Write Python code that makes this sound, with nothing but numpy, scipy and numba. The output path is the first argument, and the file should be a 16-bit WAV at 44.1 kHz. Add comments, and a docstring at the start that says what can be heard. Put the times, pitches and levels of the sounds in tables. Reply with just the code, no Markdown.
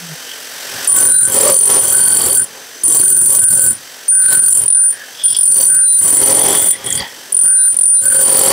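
"""Demolition hammer on concrete

An electric hammer chisels a channel into a wall in a bare stairwell. Its motor runs throughout, and a
plank groans at the start. While the tool is pressed on, about 45 impacts a second excite the shrill
modes of the steel chisel and crush the concrete. A fast limiter flattens the ring and pushes all the
other sounds down under it."""
import sys
import numpy as np
from scipy import signal
from scipy.fft import rfft, irfft
from scipy.io import wavfile
from scipy.ndimage import uniform_filter1d
from numba import njit

SR = 44100
rng = np.random.default_rng(int(sys.argv[2]) if len(sys.argv) > 2 else 0)


def transcribe(signal):
    """Save signal, clipped to [-1, 1], as a 16-bit WAV file at the path in sys.argv[1]."""
    frames = np.atleast_2d(signal).T
    limited = np.clip(frames, -1, 1)
    pcm = np.round(limited * 32767).astype(np.int16)
    wavfile.write(sys.argv[1], SR, pcm)


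N = 375732
TIME = np.arange(N) / SR

# Levels in the tables are relative; spectra give only a shape.
# Idling motor: t/s, level/dB
MOTOR_LEVEL = [(0, -30.5), (.5, -29), (.85, -23), (1.2, -34.5), (4, -33.5), (8.52, -34)]
# Armature, gear and fan tones: multiple of armature speed, level/dB
MOTOR_ORDERS = [(1, -24.5), (6, -20), (12, -17), (18, -21), (24, -17.5)]
# Spectrum of cooling air and gear noise: f/Hz, level/dB
AIR_SPECTRUM = [(22, -60), (45, -39), (100, -10), (250, -6), (480, 5), (800, 3), (1150, 0), (1750, 8.5),
                (2200, 1.5), (3250, 4), (4100, 1.5), (5900, 5.5), (6800, -1.5), (7750, 3), (9500, -1.5),
                (15500, -5)]
# Spectrum of concrete being crushed: f/Hz, level/dB
CRUNCH_SPECTRUM = [(120, -17), (250, -6), (350, -2), (430, 1.5), (850, -3), (1250, -4.5), (1700, -9.5),
                   (2050, -9.5), (2600, -14), (3250, -15), (5200, -9.5), (12000, -27)]
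# Spectrum of the wall's dull response: f/Hz, level/dB
THUD_SPECTRUM = [(30, -70), (50, -8), (85, 2), (135, 3), (200, -1.5), (320, -6.5), (700, -29)]
# Spectrum of steel striking steel: f/Hz, level/dB
CLATTER_SPECTRUM = [(1500, -42), (4000, -36), (6800, 3), (8500, 12.5), (10500, 12), (12500, 7.5),
                    (14800, -3), (16000, 9.5)]
# Hollow resonances of the groove: f/Hz, bandwidth/Hz, level/dB
GROOVE_RESONANCES = [(410, 60, -10), (560, 41, -9), (840, 95, -16), (1167, 115, -12.5)]
# Quickly damped modes of the chisel: f/Hz, bandwidth/Hz, level/dB
STEEL_MODES = [(4543, 250, -22.5), (6085, 160, -21.5), (7700, 150, -4.5), (9050, 720, -6), (9447, 65, 0.5),
               (11160, 140, -6.5), (14810, 220, -5.5)]
# The tool is pressed on: start/s, end/s, ring/dB, clatter/dB, thud/dB, bounce depth/dB
TOOL_PUSHES = [(0.8736, 2.4, -4.5, -14.5, -35.5, 3.5), (2.835, 3.706, -5, -12, -32.5, 3.5),
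               (4.0816, 4.603, -5, -15, -36.5, 1.5), (4.658, 4.895, -4, -18, -42, 21),
               (5.235, 5.313, -10.5, -19, -38, 5.5), (5.365, 6.708, -4.5, -14.5, -35.5, 18.5),
               (6.841, 6.975, -23, -22.5, -29, 8), (7.3227, 7.704, -4, -17.5, -43, 25),
               (7.766, 8.515, -4, -14.5, -35.5, 24)]
# How hard the tip bites, one curve per stretch of work: t/s, level/dB
BITE_CURVES = [
    [(0.87, -30), (1.038, -26.5), (1.188, -52), (1.39, -22), (1.5, -20), (1.586, -34.5), (1.7, -21),
     (1.778, -19.5), (1.818, -30.5), (2.26, -30), (2.42, -44.5)],
    [(2.83, -32.5), (2.94, -29.5), (3.256, -45.5), (3.328, -29.5), (3.436, -39.5), (3.452, -63),
     (3.536, -36.5), (3.728, -44.5)],
    [(4.08, -37), (4.096, -49.5), (4.24, -55), (4.324, -28.5), (4.4, -46), (4.66, -36), (4.688, -70),
     (4.868, -52.5), (4.92, -47.5)],
    [(5.23, -41.5), (5.49, -50), (5.6, -30), (5.918, -73.5), (6.044, -35.5), (6.27, -25), (6.554, -25.5),
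     (6.702, -39), (6.74, -44.5)],
    [(7.32, -31), (7.406, -57.5), (7.436, -46.5), (7.57, -61.5), (7.764, -55.5), (7.998, -69),
     (8.028, -49.5), (8.198, -30), (8.52, -17.5)],
]
# The shaft sings on hard stone: start/s, end/s, ring gain/dB, bending gain/dB
SINGING_SPELLS = [(.97, 1.28, 2, 15.5), (1.103, 1.22, 1.5, 14.5), (1.933, 2.15, -1.5, 15),
                  (2.39, 2.44, 3.5, 18), (3.033, 3.23, 4, 12.5), (3.402, 3.8, -0.5, 11.5),
                  (4.123, 4.4, 2.5, 19.5), (4.263, 4.483, -1, 10), (4.765, 4.868, 8, 15),
                  (5.277, 5.26, 24, 27), (5.713, 5.842, 8, 21.5), (5.86, 5.76, 6, 2),
                  (7.476, 7.677, 4, 16.5), (7.958, 7.97, 6.5, 14.5), (8.065, 8.2, 1, 15.5)]
# The tip skids and the ring breaks off: centre/s, duration/s, ring loss/dB
TIP_SKIDS = [(1.305, 0.064, 27), (1.87, 0.11, 10.5), (2.27, 0.17, 11.5), (6.017, 0.0088, 24),
             (6.509, 0.26, 9), (8.038, 0.054, 15), (8.52, 0.042, 14)]
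# The tip hops and each blow rings on its own: centre/s, duration/s, freely ringing share of a stroke
TIP_HOPS = [(1.605, 0.22, 0.55), (6.445, 0.26, 0.35)]
# The tip shifts in loose rubble: centre/s, duration/s, crunch/dB, thud/dB
RUBBLE_SHIFTS = [(0.773, 0.16, -37.5, -41), (2.48, 0.35, -38.5, -63), (4.662, 0.099, -41, -38),
                 (6.33, 0.55, -45, -30), (6.842, 0.21, -36, -44), (7.012, 0.039, -27.5, -26.5),
                 (7.17, 0.51, -46, -69), (7.453, .05, -32.5, -36), (7.783, 0.17, -41.5, -44)]
# The wedged tip drones: centre/s, duration/s, f/Hz, level/dB
WEDGED_DRONES = [(1.423, 0.17, 405, -23), (6.352, 0.45, 300, -26.5), (6.42, 0.27, 450, -25),
                 (6.457, 0.34, 533, -27), (6.425, 0.39, 625, -24.5), (6.437, 0.23, 816, -24.5),
                 (8.188, 0.068, 526, -24), (8.474, 0.6, 532, -20)]
# Short scrapes, grit hiss and hollow grinding tones: centre/s, duration/s, f/Hz, bandwidth/Hz, level/dB
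GRINDING_SWELLS = [(0.312, 0.067, 3060, 260, -28), (0.8, 0.071, 1740, 260, -31),
                   (3.066, 0.34, 350, 157, -27.5), (4.307, 0.15, 4140, 610, -25.5),
                   (5.017, 0.15, 1691, 219, -34), (5.236, 0.11, 3330, 230, -24),
                   (5.331, 0.27, 5080, 600, -30), (5.352, 0.14, 3320, 260, -28.5),
                   (6.397, 0.36, 755, 300, -23.5), (6.403, 0.65, 2010, 263, -30),
                   (6.524, 0.36, 3340, 240, -23), (6.953, 0.22, 3275, 201, -26),
                   (6.992, 0.24, 1960, 240, -31), (6.993, 0.1, 4720, 298, -29),
                   (7.038, 0.083, 840, 170, -30)]
# Lone hard blows, and one chunk of concrete cracking off at 7.005 s: t/s, f/Hz, level/dB
LONE_BLOWS = [(0.846, 8550, -9.5), (4.528, 7700, -7), (4.637, 9540, -2), (6.862, 8140, -9),
              (6.904, 8500, -4), (6.926, 7750, -2), (6.953, 7750, -8), (7.005, 4650, -16),
              (7.634, 13000, -9), (7.659, 12500, -3), (7.682, 12500, -8), (7.743, 9600, -7)]
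# One chisel mode flares up and buzzes: centre/s, duration/s, f/Hz, level/dB
MODE_BUZZES = [(1.035, 0.12, 6100, -21.5), (1.65, 0.6, 6130, -24.5), (1.51, 0.25, 4580, -28),
               (2.126, 0.41, 4550, -27.5), (1.98, 0.71, 3170, -37), (3.06, 0.48, 6100, -28.5),
               (4.12, 0.12, 6250, -31.5), (5.61, 0.15, 5970, -24), (5.6, 0.13, 4570, -27),
               (6.33, 0.64, 6060, -28), (6.291, 0.44, 4560, -32), (8.55, 0.65, 4590, -24)]
# A whistle swells under the loudest ring: centre/s, duration/s, level/dB
WHISTLE_SWELLS = [(1.163, 0.15, -26), (4.81, 0.14, -33.5), (5.897, 0.15, -24), (7.621, 0.13, -26),
                  (7.979, 0.054, -25)]

BLOWS_PER_S, TURNS_PER_BLOW = 44.66, 5.782  # piston rate and armature gearing
RING_HZ, BEND_HZ = 9341, 1515.5  # main and bending modes of the shaft
CRUNCH_DB, BEND_DB = -30.5, -39  # base levels of crushed concrete and bending mode
RELEASE_DB_PER_S, CRUMBLE_DB_PER_S = 500, 196  # decay of steel and concrete after a push
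LANDING = 0.84  # share of the stroke at which the tip lands


def from_db(db):
    """Amplitude ratio of a level in decibels."""
    return 10 ** (np.asarray(db) / 20)


def summed_db(*levels):
    """Incoherent addition: the powers of independent sounds add."""
    return 10 * np.log10(sum(from_db(db) ** 2 for db in levels))


def unit_rms(x):
    """Normalisation to unit mean power."""
    return x / np.sqrt(np.mean(x ** 2) + 1e-20)


def evened(x, span_s):
    """Division by the running RMS holds the power near one and keeps faster detail."""
    size = max(int(span_s * SR), 2)
    power = uniform_filter1d(uniform_filter1d(x ** 2, size), size)
    return x / np.sqrt(np.abs(power) + 1e-6 * np.mean(x ** 2))


def curve(points):
    """Linear interpolation of (t, value) points over the scene."""
    return np.interp(TIME, *np.transpose(points))


def swell(centre_s, span_s):
    """Gaussian envelope of height one."""
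    return np.exp(-(2 * (TIME - centre_s) / span_s) ** 2)


def drift(per_s):
    """Random fluctuation of unit RMS, interpolated between per_s values a second."""
    knots = rng.standard_normal(int(per_s * N / SR) + 2)
    return unit_rms(np.interp(TIME * per_s, np.arange(len(knots)), knots))


def coloured(x, spectrum):
    """Spectral shaping by multiplication in the frequency domain; unit power."""
    hz, db = np.transpose(spectrum)
    bins_hz = np.maximum(np.fft.rfftfreq(N, 1 / SR), 1)
    gain = from_db(np.interp(np.log(bins_hz), np.log(hz), db))
    return unit_rms(irfft(rfft(x) * gain, N))


def noise(spectrum):
    """Stationary Gaussian noise of a given spectral shape."""
    return coloured(rng.standard_normal(N), spectrum)


def decaying(clicks, decay_s):
    """Exponential relaxation after each impulse."""
    return signal.lfilter([1], [1, -np.exp(-1 / (decay_s * SR))], clicks + 1e-18)


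def resonance(x, hz, width_hz):
    """Two-pole resonator of unit peak gain."""
    radius = np.exp(-np.pi * width_hz / SR)
    feedback = [1, -2 * radius * np.cos(2 * np.pi * hz / SR), radius ** 2]
    return signal.lfilter(np.array([1, 0, -1]) * (1 - radius ** 2) / 2, feedback, x)


def steep_resonance(x, hz, width_hz, widen=2):
    """Resonators in cascade: a second, wider one steepens the skirts."""
    return resonance(resonance(x, hz, width_hz), hz, widen * width_hz)


@njit
def damped_mode(force, poles):
    """Forced response of a damped oscillator with a time-varying pole."""
    out, state = np.zeros(len(force)), 0j
    for i in range(len(force)):
        state = state * poles[i] + force[i]
        out[i] = state.imag
    return out


def shifting_mode(force, hz, width_hz, sweep, flicker_db, per_s):
    """Changing contact modulates the frequency and strength of a mode; unit power."""
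    mode_hz = hz * (1 + sweep * drift(per_s))
    poles = np.exp((-np.pi * width_hz + 2j * np.pi * mode_hz) / SR)
    response = resonance(damped_mode(force, poles), hz, hz / 8)
    return unit_rms(response * from_db(flicker_db * drift(per_s)))


def blows(cycles, jitter_s, spread_db):
    """Impulse train: one click per piston stroke, scattered in time and strength."""
    onsets = np.flatnonzero(np.diff(np.floor(cycles)))
    timing, strength = rng.standard_normal((len(onsets), 2)).T
    onsets += (timing * jitter_s * SR).astype(int)
    clicks = np.zeros(N)
    clicks[np.clip(onsets, 0, N - 1)] = from_db(spread_db * strength)
    return clicks


def stairwell(x, t60_s):
    """Diffuse reflections from bare concrete: convolution with exponentially decaying noise."""
    tail = rng.standard_normal(SR) * from_db(-60 * TIME[:SR] / t60_s)
    return signal.fftconvolve(x, tail / np.sqrt(np.sum(tail ** 2)))[:N]


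def board_groan(start_hz=180, end_hz=152, groan_db=-28):
    """Friction under a shifting foot makes a plank vibrate briefly, sinking in pitch."""
    hz = np.interp(TIME, [0, .15], [start_hz, end_hz])
    strain = np.interp(TIME, [0, .04, .08, .13, .152], [0.0, 0.81, 0.39, 1.3, 0.018])
    return from_db(groan_db) * strain * np.sin(2 * np.pi * np.cumsum(hz) / SR)


def motor(throb=0.19, wobble=0.00138, flutter_db=3):
    """Rotation gives harmonics of the armature speed; the piston modulates the fan's air noise."""
    cycles = TIME * BLOWS_PER_S
    turns = TURNS_PER_BLOW * (cycles + np.cumsum(wobble * drift(30)) * BLOWS_PER_S / SR)
    tones = sum(from_db(db + flutter_db * drift(11)) * np.sin(2 * np.pi * order * turns)
                for order, db in MOTOR_ORDERS)
    air = noise(AIR_SPECTRUM) * (1 + throb * np.cos(2 * np.pi * (cycles - .15)))
    return from_db(curve(MOTOR_LEVEL)) * (air + np.sqrt(2) * tones)


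def rubble_levels():
    """Contact with loose rubble: swelling levels of crunch and thud, in dB."""
    gains = sum(from_db([[crunch_db], [thud_db]]) * swell(t, span)
                for t, span, crunch_db, thud_db in RUBBLE_SHIFTS)
    return 20 * np.log10(gains + 1e-9)


def wall(cycles, crunch_db, thud_db, grit=0.99, boom=2.35, patchy_db=2.5):
    """Impact and fracture: knocks and sprays of crushed grit excite the wall and its groove."""
    strikes = blows(cycles, jitter_s=0.00006, spread_db=2.0)
    spray = unit_rms(decaying(strikes, 0.034) + 2.5) * from_db(patchy_db * drift(40))
    knocks = unit_rms(stairwell(strikes, t60_s=0.16))
    force = knocks + grit * spray * rng.standard_normal(N)
    groove = sum(from_db(db) * shifting_mode(force, hz, width, sweep=0.11, flicker_db=4.5, per_s=8)
                 for hz, width, db in GROOVE_RESONANCES)
    thud = unit_rms(coloured(knocks, THUD_SPECTRUM) + boom * spray * noise(THUD_SPECTRUM))
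    crunch = coloured(force, CRUNCH_SPECTRUM) + groove
    return from_db(crunch_db) * crunch + from_db(thud_db) * thud


def drones(cycles, width_hz=45):
    """Periodic forcing: even blows on the wedged tip pump low resonances into a pitched rattle."""
    strikes = blows(cycles, jitter_s=0.00008, spread_db=1.5)
    return sum(from_db(db) * swell(t, span) * unit_rms(steep_resonance(strikes, hz, width_hz, widen=4))
               for t, span, hz, db in WEDGED_DRONES)


def grinding(strikes):
    """Band-pass filtered noise: scrapes, grit hiss and hollow tones, each swelling in one band."""
    rasp = (decaying(strikes, 0.014) + 0.39) * rng.standard_normal(N)
    return sum(from_db(db) * swell(t, span) * unit_rms(steep_resonance(rasp, hz, width))
               for t, span, hz, width, db in GRINDING_SWELLS)


def landing_offset(cycles):
    """Phase from the nearest landing of the tip, in strokes."""
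    return (cycles - LANDING + .5) % 1 - .5


def landings(cycles, crunch_db, stroke_share=0.39, clank_hz=3150, width_hz=300):
    """Friction on the concrete late in each stroke excites a hollow clank that follows the crunch."""
    rub = np.exp(-(landing_offset(cycles) / stroke_share) ** 2)
    clank = steep_resonance(rub * rng.standard_normal(N), clank_hz, width_hz)
    clank_db = -38 + 0.7 * (crunch_db - CRUNCH_DB)
    return from_db(clank_db) * unit_rms(clank)


def buzzes(cycles, stroke_share=0.39, sag_hz=70, slip_rad=0.89, flicker_db=2.5):
    """Each landing excites a chisel mode in a falling chirp, roughened by phase modulation."""
    offset = landing_offset(cycles)
    burst = unit_rms(np.exp(-(2 * offset / stroke_share) ** 4))
    sag = sag_hz * offset ** 2 / stroke_share / 2
    shake = slip_rad * drift(330)
    envelope = np.sqrt(2) * burst * from_db(flicker_db * drift(70))
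    chirps = np.zeros(N)
    for t, span, hz, db in MODE_BUZZES:
        phase = 2 * np.pi * (hz * offset - sag) / BLOWS_PER_S + shake
        chirps += from_db(db) * swell(t, span) * np.sin(phase)
    return envelope * chirps


def hard_blows(decay_s=0.0034, width_hz=900):
    """Impact transients: the striker catches the loose chisel with single sharp clacks, and one lower crack
    near 4.7 kHz marks a chunk of concrete breaking off."""
    clacks = np.zeros(N)
    for t, hz, db in LONE_BLOWS:
        click = np.zeros(N)
        click[int(t * SR)] = from_db(db)
        band = evened(resonance(rng.standard_normal(N), hz, width_hz), 0.0023)
        clacks += resonance(decaying(click, decay_s) * band, hz, 2 * width_hz)
    return clacks


def whistles(strikes, hz=3990, width_hz=80):
    """A rough, narrow whistle near 4 kHz pulses with the blows and swells under the loudest ring."""
    rasp = (decaying(strikes, 0.013) + .5) * rng.standard_normal(N)
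    tone = evened(steep_resonance(rasp, hz, width_hz, widen=3), 0.0075)
    return tone * sum(from_db(db) * swell(t, span) for t, span, db in WHISTLE_SWELLS)


def chisel_clatter(strikes, clatter_db, bend_db, hiss_db=-1):
    """Broadband excitation: each blow gives a burst of noise and drives jangling and bending modes."""
    pulses = unit_rms(decaying(decaying(strikes, 0.0032), 0.0014))
    hiss = from_db(hiss_db) * unit_rms(pulses + 1) * noise(CLATTER_SPECTRUM)
    contact = decaying(strikes, 0.0081) + 0.42
    jangle = np.zeros(N)
    for hz, width, db in STEEL_MODES:
        force = contact * rng.standard_normal(N)
        jangle += from_db(db) * shifting_mode(force, hz, width, sweep=0.0092, flicker_db=3.5, per_s=60)
    bend = evened(resonance(contact * rng.standard_normal(N), BEND_HZ, width_hz=28), 0.029)
    bend *= from_db(1.5 * drift(60))
    return from_db(clatter_db) * (hiss + jangle) + from_db(bend_db) * bend


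def contact_damping(cycles, free_share, fall_share=0.3):
    """Damping rises from 0 to 1 as the tip meets the wall after the free share of a stroke."""
    return np.clip((cycles % 1 - free_share) / fall_share, 0, 1)


def bounce(cycles, depth_db, bounce_s=0.14, hop_depth_db=15):
    """Rebound damping in dB: later in each of a push's first strokes, and whenever the tip hops."""
    free_share = 0.25 + 0.75 * np.floor(cycles) / BLOWS_PER_S / bounce_s
    hops = sum(swell(t, span) * contact_damping(cycles, share) for t, span, share in TIP_HOPS)
    return depth_db * contact_damping(cycles, free_share) + hop_depth_db * hops


def chisel_ring(cycles, ring_db, clatter_db, bounce_db, choke_db=12, stroke_db=3.0, grit_db=4.5,
                wander_hz=20, rise_hz=260, flat_hz=250, chatters_per_s=160):
    """The shaft's main mode: each blow starts it flat; contact with the wall sharpens and damps it."""
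    # contact is weak where the ring stands far above the clatter; it scales the irregularities
    pressed = 1 / (1.5 + np.exp((ring_db - clatter_db - 16.5) / 4))
    strikes = blows(cycles, jitter_s=0, spread_db=0)
    stroke = np.cumsum(strikes > 0)
    strength, timing = rng.standard_normal((stroke[-1] + 1, 2))[stroke].T
    choke = pressed * contact_damping(cycles, free_share=0.58 + 0.22 * timing)
    damping_db = np.maximum(choke_db * choke, bounce_db)
    just_struck = pressed * np.exp(-(cycles % 1) / 0.06)
    hz = RING_HZ + wander_hz * drift(25) + rise_hz * (damping_db / 20) ** 2 - flat_hz * just_struck
    # the blows, and the shank chattering in its holder, jolt the phase
    chatter = rng.random(N) < chatters_per_s * pressed / SR
    jolts_rad = (1.25 * strikes + 1.3 * chatter) * rng.standard_normal(N)
    phase = np.cumsum(2 * np.pi * hz / SR + jolts_rad)
    roughness_db = pressed * (1.5 + stroke_db * strength + grit_db * drift(200))
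    ring = np.sqrt(2) * from_db(ring_db - damping_db + roughness_db) * np.sin(phase)
    return steep_resonance(ring, RING_HZ, width_hz=1200)


def latest_push():
    """Gating by the latest push: seconds since it began, seconds since it ended, its four levels."""
    pushes = np.array(TOOL_PUSHES)
    latest = np.maximum(np.searchsorted(pushes[:, 0], TIME, "right") - 1, 0)
    start, end, *levels = pushes[latest].T
    eased_s = np.where(TIME < start, 1, np.maximum(TIME - end, 0))
    return TIME - start, eased_s, levels


def singing(fade_s=0.039):
    """Hard stone under the tip strengthens the main and bending modes: two gains in dB."""
    ring_db = bend_db = np.zeros(N)
    for start, end, ring_gain_db, bend_gain_db in SINGING_SPELLS:
        spell = np.clip(1 + np.minimum(TIME - start, end - TIME) / fade_s, 0, 1)
        ring_db = np.maximum(ring_db, spell * ring_gain_db)
        bend_db = np.maximum(bend_db, spell * bend_gain_db)
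    return ring_db, bend_db


def work_levels(since_s, eased_s, ring_db, clatter_db, thud_db, usual_bite_db=-35.5):
    """Energy partition, in dB: a deeper bite trades ring for clatter and crushed concrete."""
    bite_db = curve(np.concatenate(BITE_CURVES)) - usual_bite_db
    sing_db, flex_db = singing()
    skid_db = sum(db * swell(t, span) for t, span, db in TIP_SKIDS)
    hop_db = 6 * sum(swell(t, span) for t, span, _ in TIP_HOPS)  # the freed chisel rings louder
    attack_db = 7.5 * np.clip(1 - since_s / 0.0075, 0, 1)  # loss while the ring builds up
    settle_db = 11.5 * np.clip(1 - since_s / 0.1196, 0, 1)  # loss while the tip still bounces
    force_db = 0.5 * sing_db - settle_db
    steel_db = -RELEASE_DB_PER_S * eased_s
    concrete_db = force_db - CRUMBLE_DB_PER_S * eased_s
    ring = ring_db + steel_db + sing_db + hop_db - attack_db - skid_db - 0.15 * bite_db
    clatter = clatter_db + steel_db + force_db - 0.263 * skid_db + 0.23 * bite_db
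    bend = BEND_DB + steel_db + flex_db - settle_db
    crunch = CRUNCH_DB + concrete_db + summed_db(bite_db, -19.5)  # even a light bite crushes grit
    thud = thud_db + concrete_db + 0.26 * bite_db + 0.27 * flex_db  # a bending shaft shakes the wall
    return ring, clatter, bend, crunch, thud


def scene(motor_load_db=-6.5, room_db=-15, room_t60_s=0.044):
    """Superposition: the piston's cycle drives chisel and wall over the running motor."""
    since_s, eased_s, (*push_levels, bounce_depth_db) = latest_push()
    ring_db, clatter_db, bend_db, crunch_db, thud_db = work_levels(since_s, eased_s, *push_levels)
    loose_crunch_db, loose_thud_db = rubble_levels()
    lead = 0.1 * np.clip(since_s / 0.3, 0, 1)  # under load the striker meets the chisel earlier
    cycles = since_s * BLOWS_PER_S + lead
    strikes = blows(cycles, jitter_s=0.00039, spread_db=5.0)
    bounce_db = bounce(cycles, bounce_depth_db)
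    load = from_db(-CRUMBLE_DB_PER_S * eased_s)
    background = from_db(motor_load_db * load) * motor() + board_groan()
    concrete = wall(cycles, summed_db(crunch_db, loose_crunch_db), summed_db(thud_db, loose_thud_db))
    clatter = chisel_clatter(strikes, clatter_db - 0.095 * bounce_db, bend_db)
    accents = landings(cycles, crunch_db) + buzzes(cycles) + grinding(strikes) + hard_blows()
    impacts = concrete + drones(cycles) + clatter + accents
    reflections = from_db(room_db) * stairwell(impacts, room_t60_s)
    ring = chisel_ring(cycles, ring_db, clatter_db, bounce_db) + whistles(strikes)
    return (background + reflections + impacts + ring)[None]


def record(dry, rate_hz=32000, limit_db=-8.5, follow_s=0.0048, ceiling=0.9, cutoff_hz=15650):
    """Dynamic compression: a fast look-ahead limiter, then soft clipping and a steep low-pass."""
    x = signal.resample_poly(dry, rate_hz, SR, axis=1, window=("kaiser", 2))
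    ahead = np.roll(x, -int(0.00058 * rate_hz), axis=1)
    pole = np.exp(-1 / (follow_s * rate_hz))
    relative_power = signal.lfilter([1 - pole], [1, -pole], ahead ** 2) / from_db(limit_db) ** 2
    limited = x / (1 + relative_power ** 2) ** (1 / 4)
    rounded = limited / (1 + (limited / ceiling) ** 6) ** (1 / 6)
    x = signal.resample(rounded, round(rounded.shape[1] * SR / rate_hz), axis=1)[:, :N]
    x = np.pad(x, [(0, 0), (0, N - x.shape[1])])
    return signal.sosfilt(signal.ellip(12, .1, 90, cutoff_hz, fs=SR, output="sos"), x)


dry = scene()
out = record(dry)
transcribe(out)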